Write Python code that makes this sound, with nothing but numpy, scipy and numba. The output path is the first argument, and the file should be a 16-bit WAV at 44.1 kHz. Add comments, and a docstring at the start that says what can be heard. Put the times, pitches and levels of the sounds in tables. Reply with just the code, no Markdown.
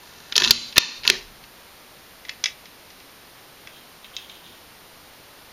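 """Rifle bolt pushed home on a bench, small room

A small recorder sits close to a felt-covered bench while a rifle bolt is pushed home in strokes and turned down.
Steel scrapes as bunched ticks, and chatters and slams as noise cracks over ringing modes, thumping the wooden stock.
Then a trigger gauge: its slider knocks and bounces, and its wire hook rubs and taps the trigger guard.
The slams overload the recorder, whose limiter ducks and lets the room swell back over hiss and a low bench shudder."""
import sys
import numpy as np
from scipy import signal
from scipy.fft import rfft, irfft, next_fast_len
from scipy.io import wavfile
from numba import njit

SR = 44100
rng = np.random.default_rng(int(sys.argv[2]) if len(sys.argv) > 2 else 0)


def int16_out(signal):
    """Quantize to a 16-bit WAV file."""
    q = np.round(np.clip(np.atleast_2d(signal).T, -1, 1) * 32767)
    wavfile.write(sys.argv[1], SR, q.astype(np.int16))


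N = 243431
TIME = np.arange(N) / SR
RING_TIME = TIME[:SR // 4]

# All event levels are relative, ahead of the recorder's limiter; pitch_hz is the pitch each contact favours.
# bolt slamming against a stop: start_s [s], level_db [dB], crack_t60_s [s], pitch_hz [Hz], focus_db [dB]
SLAMS = [(0.3788, -1.5, 0.018, 4020, 7), (0.508, 16, 0.039, 5400, 5), (0.78, 19.5, 0.024, 3930, 4.5),
         (1.0763, 0.5, 0.013, 3540, 14), (1.0997, 2, 0.017, 3740, 3.5)]
# loose bolt chattering against the receiver: start_s [s], level_db [dB], pitch_hz [Hz]
CHATTER = [(0.3228, -18.5, 2490), (0.355, -12.5, 2850), (0.3566, -16, 4150), (0.3634, -5, 5940),
           (0.3998, -14.5, 3400), (0.4199, -11, 2600), (0.4344, -13.5, 3500), (0.4398, -9, 3900),
           (.446, -7.5, 3800), (0.4548, -17, 3580), (0.4747, -11.5, 3330), (0.481, -16, 4200),
           (.725, -31.5, 3000), (.759, -22, 3120), (0.7689, -10, 2360), (1.034, -30, 2900),
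           (1.041, -28, 2920), (1.051, -20.5, 2200), (1.438, -40, 2500)]
# hand moving the bolt along its raceway: start_s [s], end_s [s], level_db [dB]
BOLT_STROKES = [(0, .35, -51), (.355, .508, -27.5), (.757, .78, -20.5), (1.046, 1.1, -25.5)]
# stock jolted against the bench: start_s [s], level_db [dB], pitch_hz [Hz]
JOLTS = [(0.421, -43, 417), (0.471, -45, 200), (.51, -30, 178), (1.099, -37, 450)]
# gauge slider knocking in its tube: start_s [s], level_db [dB], pitch_hz [Hz], bounces [0 or 1]
SLIDER_KNOCKS = [(2.2505, -34.5, 2880, 0), (2.2845, -37, 2600, 0), (2.293, -20.5, 3380, 0),
                 (2.4397, -9.5, 4640, 1), (2.6557, -40, 4130, 0), (2.9031, -43, 4200, 0),
                 (3.0014, -46.5, 3470, 0), (3.6722, -32.5, 1690, 0)]
# wire hook tapping the trigger guard: start_s [s], level_db [dB], pitch_hz [Hz], bounces [0 or 1]
HOOK_TAPS = [(4.044, -37.5, 2940, 0), (4.1655, -21.5, 4400, 1), (4.296, -35.5, 3680, 0)]
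# wire hook rubbing over the felt and the guard: start_s [s], end_s [s], level_db [dB]
HOOK_RUBS = [(3.71, 3.79, -52), (4.02, 4.05, -51), (4.13, 4.23, -46), (4.29, 4.36, -48.5),
             (4.43, 4.47, -50), (4.51, 4.55, -56)]

# ringing modes of each part: pitch_hz [Hz], level_db [dB], t60_s [s]
STEEL_MODES = [(952, -9.5, 0.049), (1233, -13.5, 0.046), (1400, -14, 0.094), (1785, -3.5, 0.038),
               (2627, -4.5, 0.048), (2930, -34, 0.036), (3180, -25, 0.16), (3640, 3, 0.0097),
               (4013, 3.5, 0.016), (4150, -22, 0.26), (4540, -2, 0.018), (4930, -32, 0.2),
               (4970, -13.5, 0.014), (5170, -47, 0.13), (5910, 0.5, 0.0077), (6650, -5, 0.0078)]
STOCK_MODES = [(146.3, -3, 0.1), (167, -11, 0.11), (237, -0.5, 0.15), (368, 3, 0.12), (413, 8.5, 0.049),
               (470, -16, 0.063), (616, -30, .03)]
GAUGE_MODES = [(1300, -12, 0.033), (2007, 7.5, 0.021), (2330, -1, 0.019), (2631, -11.5, 0.15),
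               (3080, -6, 0.019), (3380, 4, 0.023), (3820, 3, 0.023), (4380, -2, .025), (5020, 2.5, 0.028),
               (5400, -2, 0.017), (5900, 6.5, 0.008), (6440, -8, 0.022), (6760, -9.5, 0.016),
               (10550, -9, 0.031)]
HOOK_MODES = [(2634, 0.5, 0.058), (3180, 2, 0.069), (3660, 9.5, 0.021), (3660, -28, 0.058),
              (3920, 3, 0.044), (6480, 9, 0.011)]

# crack of the bolt steel, and of the gauge and its hook: freq_hz [Hz], level_db [dB per Hz]
STEEL_CRACK = [(40, -38), (300, -7.5), (700, -9), (1100, -3), (2000, -4), (2800, -1.5), (4300, 0),
               (5500, -3.5), (6800, -8), (8500, -26), (11500, -14), (15000, -47.5)]
TUBE_CRACK = [(40, -23), (200, -14), (900, -9), (1500, 0), (2100, 5.5), (4000, -6.5), (6000, -2.5),
              (7000, -9), (8500, -18), (11000, -23), (15000, -39)]
# colour of the room's echo: freq_hz [Hz], level_db [dB]
ROOM_COLOUR = [(60, 12.5), (250, 0.5), (700, -2.5), (1300, -4), (2000, -2), (4200, -6), (7000, -5),
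               (9000, -6), (15000, -11)]
# steady room air and microphone hiss: freq_hz [Hz], level_db [dB per Hz]
HISS_COLOUR = [(20, -4), (60, -1), (200, -1), (500, -1), (1000, -2), (2000, -4.5), (4200, -6), (5500, -9.5),
               (7000, -15), (9000, -14), (12000, -11.5), (15200, -14), (15700, -49)]

CHATTER_FOCUS_DB = 7
# crack length of a contact at 0 dB; it doubles for every GRAZE_DB softer
BOLT_T60_S, GAUGE_T60_S, GRAZE_DB = 0.016, 0.015, 22
# share of each steel blow that reaches the stock, and the pitch it favours there
STOCK_DB, STOCK_HZ = -34, 550
# a bounce comes back later, duller and grazing longer (ratios of pitch and of crack length)
BOUNCE_S, BOUNCE_PITCH_RATIO, BOUNCE_STRETCH = 0.018, 0.75, 2.07
# the palm presses the handle down and stays on it, shaking the bench
PALM_S, PALM_HOLD_S, PALM_DB = 0.96, 0.31, -52.5
# the recorder: a notch in the treble, the top of its range, and full scale before clipping
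DEAD_BAND_HZ, TOP_HZ, CEILING = (7450, 8280), 16300, 0.92


def bolt_blows():
    """Slams and chatter crack through the steel and shake the stock, which also jolts against the bench."""
    out = np.zeros(N)
    chatter = [(s, db, contact_t60(db, BOLT_T60_S), hz, CHATTER_FOCUS_DB) for s, db, hz in CHATTER]
    for start_s, level_db, t60, pitch_hz, focus_db in SLAMS + chatter:
        steel = strike(STEEL_CRACK, STEEL_MODES, t60, modes_db=-7.5, extra_db=focus(pitch_hz, focus_db))
        stock = ring(STOCK_MODES, focus(STOCK_HZ, depth_db=4))
        thump = undb(STOCK_DB) * np.std(steel) * stock
        add(out, start_s, undb(level_db) * (steel + thump))
    for start_s, level_db, pitch_hz in JOLTS:
        add(out, start_s, undb(level_db) * ring(STOCK_MODES, focus(pitch_hz, depth_db=8)))
    return out


def bolt_slide(stock_db=-12):
    """The bolt scrapes along its raceway, ringing the receiver and the stock."""
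    ringing = ring(STEEL_MODES) + undb(stock_db) * ring(STOCK_MODES)
    pressure = strokes(BOLT_STROKES, attack_s=0.018, release_t60=0.059)
    return pressure * scrape(STEEL_CRACK, ringing, ticks_per_s=4000, grain_db=3.5, modes_db=2.0)


def gauge_taps(rows, modes, modes_db, focus_db, bounce_db):
    """Contacts of the gauge's metal parts; marked ones fall back once, softer, duller and longer."""
    out = np.zeros(N)
    for start_s, level_db, pitch_hz, bounces in rows:
        t60 = contact_t60(level_db, GAUGE_T60_S)
        knock = strike(TUBE_CRACK, modes, t60, modes_db, focus(pitch_hz, focus_db))
        add(out, start_s, undb(level_db) * knock)
        if bounces:
            soft_db = level_db + bounce_db
            t60 = BOUNCE_STRETCH * contact_t60(soft_db, GAUGE_T60_S)
            duller = focus(pitch_hz * BOUNCE_PITCH_RATIO, focus_db)
            bounce = strike(TUBE_CRACK, modes, t60, modes_db, duller)
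            add(out, start_s + BOUNCE_S, undb(soft_db) * bounce)
    return out


def hook_drag():
    """The dragged wire catches and slips in tiny ticks, whispering at its own resonances."""
    whisper = [(1500, -25), (2400, -12), (3100, 6), (3800, -9), (4600, -26), (9000, -20)]
    ringing = ring(HOOK_MODES, focus(2800, depth_db=7))
    pressure = strokes(HOOK_RUBS, attack_s=0.011, release_t60=0.26)
    return pressure * scrape(whisper, ringing, ticks_per_s=2200, grain_db=1.5, modes_db=-2.0)


def room(x, t60, build_s=0.018):
    """Echoes of a small room, as coloured noise, thicken over the first milliseconds and die away."""
    t = TIME[:SR // 2]
    decay = fade(t60, t)
    build = np.minimum(t / build_s, 1) ** 2
    tail = colour(rng.standard_normal(len(t)), ROOM_COLOUR) * decay * build
    return signal.oaconvolve(x, tail / np.linalg.norm(decay))[:N]


def background(hiss_db=-47.5):
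    """Steady room air and microphone hiss, with the low shudder of the bench under the palm."""
    hiss = unit(colour(rng.standard_normal(N), HISS_COLOUR))
    low_band = [(10, -31), (28, -3), (60, -19), (200, -33), (1000, -61)]
    shudder = unit(colour(rng.standard_normal(N), low_band))
    palm = strokes([(PALM_S, PALM_S + PALM_HOLD_S, PALM_DB)], attack_s=0.024, release_t60=1.3)
    return undb(hiss_db) * hiss + palm * shudder


def strike(spectrum, modes, t60, modes_db, extra_db, rise_s=0.00037):
    """A metal contact: a dense crack that builds as the parts press together, plus ringing modes."""
    rise = 1 - np.exp(-RING_TIME / rise_s)
    noise = rng.standard_normal(len(RING_TIME)) * fade(t60) * rise
    crack = unit(colour(noise, spectrum, extra_db))
    ringing = unit(ring(modes, extra_db) * rise)
    # a longer contact carries more energy
    return unit(crack + undb(modes_db) * ringing) * np.sqrt(np.mean(fade(t60) ** 2))


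def ring(modes, extra_db=np.zeros_like, scatter_db=2):
    """Decaying modes, rms 1; every contact point weights them a little differently."""
    hz, db, t60 = np.transpose(modes)
    scatter = scatter_db * rng.standard_normal(len(hz))
    gains = undb(db + extra_db(hz) + scatter) * rng.choice([-1, 1], len(hz))
    return unit(sum(g * fade(d) * np.sin(2 * np.pi * f * RING_TIME) for f, g, d in zip(hz, gains, t60)))


def scrape(spectrum, ringing, ticks_per_s, grain_db, modes_db):
    """A rub catches and slips in bunches of tiny ticks, each cracking and ringing the part; rms 1."""
    bunch_band = [(10, 4), (60, 22), (200, -31), (600, -16), (2000, -46)]
    bunches = unit(colour(rng.standard_normal(N), bunch_band))
    ticks = (rng.random(N) < ticks_per_s / SR) * rng.standard_normal(N)
    slips = ticks * undb(grain_db * bunches)
    crack = colour(signal.unit_impulse(len(ringing)), spectrum)
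    one_tick = unit(crack) + undb(modes_db) * unit(ringing)
    return unit(signal.fftconvolve(slips, one_tick)[:N])


def strokes(rows, attack_s, release_t60):
    """Gain over time of hand movements (start_s, end_s, level_db): each builds up, holds and dies away."""
    gain = np.zeros(N)
    for start_s, end_s, level_db in rows:
        build = 1 - np.exp(-np.maximum(TIME - start_s, 0) / attack_s)
        gain += undb(level_db) * build * fade(release_t60, np.maximum(TIME - end_s, 0))
    return gain


def contact_t60(db, firm_t60):
    """The lighter the contact, the longer it grazes."""
    return firm_t60 * 2 ** (-db / GRAZE_DB)


def focus(hz, depth_db):
    """Where a part is hit favours pitches near hz: depth_db down an octave away, at most twice that."""
    return lambda f: -depth_db * np.minimum(np.log2(f / hz) ** 2, 2)


def colour(x, points, extra_db=np.zeros_like):
    """Causal minimum-phase filter from (Hz, dB) points, plus any extra dB as a function of frequency."""
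    size = 2 * next_fast_len(len(x) // 2 + 1)
    f = np.maximum(np.arange(size // 2 + 1) * SR / size, 1)
    hz, db = np.transpose(points)
    gain = undb(np.interp(np.log(f), np.log(hz), db) + extra_db(f))
    # folding the cepstrum onto positive times makes the filter causal
    cepstrum = irfft(np.log(gain))
    cepstrum[1:size // 2] *= 2
    cepstrum[size // 2 + 1:] = 0
    return irfft(rfft(x, size) * np.exp(rfft(cepstrum)), size)[:len(x)]


def fade(t60, t=RING_TIME):
    """Exponential decay, 60 dB down after t60 seconds."""
    return np.exp(-np.log(1000) * t / max(t60, 1e-3))


def undb(db):
    """Decibels to gain."""
    return 10 ** (np.asarray(db) / 20)


def unit(x):
    """Scale to rms 1."""
    return x / np.sqrt(np.mean(x ** 2))


def add(track, s, sound):
    """Mix a sound into the track at s seconds."""
    start = int(s * SR)
    track[start:start + len(sound)] += sound[:N - start]


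def scene(wall_db=-10, gauge_room_db=-3.5):
    """Rifle and gauge in one room; the rifle's modes mix differently towards microphone and walls."""
    slide = bolt_slide()
    ahead = bolt_blows() + slide
    aside = bolt_blows() + slide
    rifle = ahead + undb(wall_db) * (room(ahead, t60=0.32) + room(aside, t60=0.32))
    # the gauge's ringing modes are set louder than its crack, so its clicks sound pitched
    slider = gauge_taps(SLIDER_KNOCKS, GAUGE_MODES, modes_db=3.5, focus_db=4.5, bounce_db=-5.5)
    hook = gauge_taps(HOOK_TAPS, HOOK_MODES, modes_db=4.0, focus_db=8, bounce_db=-18)
    gauge = slider + hook + hook_drag()
    mix = rifle + gauge + undb(gauge_room_db) * room(gauge, t60=0.2) + background()
    return mix[None]


@njit
def ducking(over_db, attack, release):
    """Gain reduction in dB: it climbs towards the overshoot, then lets go at a steady rate."""
    out, cut = np.empty(len(over_db)), 0.
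    for i in range(len(over_db)):
        if over_db[i] > cut:
            cut += attack * (over_db[i] - cut)
        else:
            cut = max(cut - release, 0.)
        out[i] = cut
    return out


def record(dry, threshold_db=-11, attack_s=0.0024, release_db_per_s=115, window_s=0.004, lopsided=0.18):
    """A dead band near 8 kHz, a limiter too slow for the first milliseconds, clipping, and a cut-off top."""
    x = signal.sosfilt(signal.butter(4, DEAD_BAND_HZ, "bandstop", fs=SR, output="sos"), dry[0])
    keep = np.exp(-1 / (window_s * SR))
    power = signal.lfilter([1 - keep], [1, -keep], x ** 2) + 1e-12
    over_db = 10 * np.log10(power) - threshold_db
    x = x * undb(-ducking(over_db, 1 / (attack_s * SR), release_db_per_s / SR))
    # one polarity overloads earlier, which adds a low knock to the slams
    clipped = np.clip(x, -CEILING, CEILING * (1 - lopsided))
    top_cut = signal.ellip(8, 0.2, 70, TOP_HZ, fs=SR, output="sos")
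    return signal.sosfilt(top_cut, clipped)[None]


dry = scene()
out = record(dry)
int16_out(out)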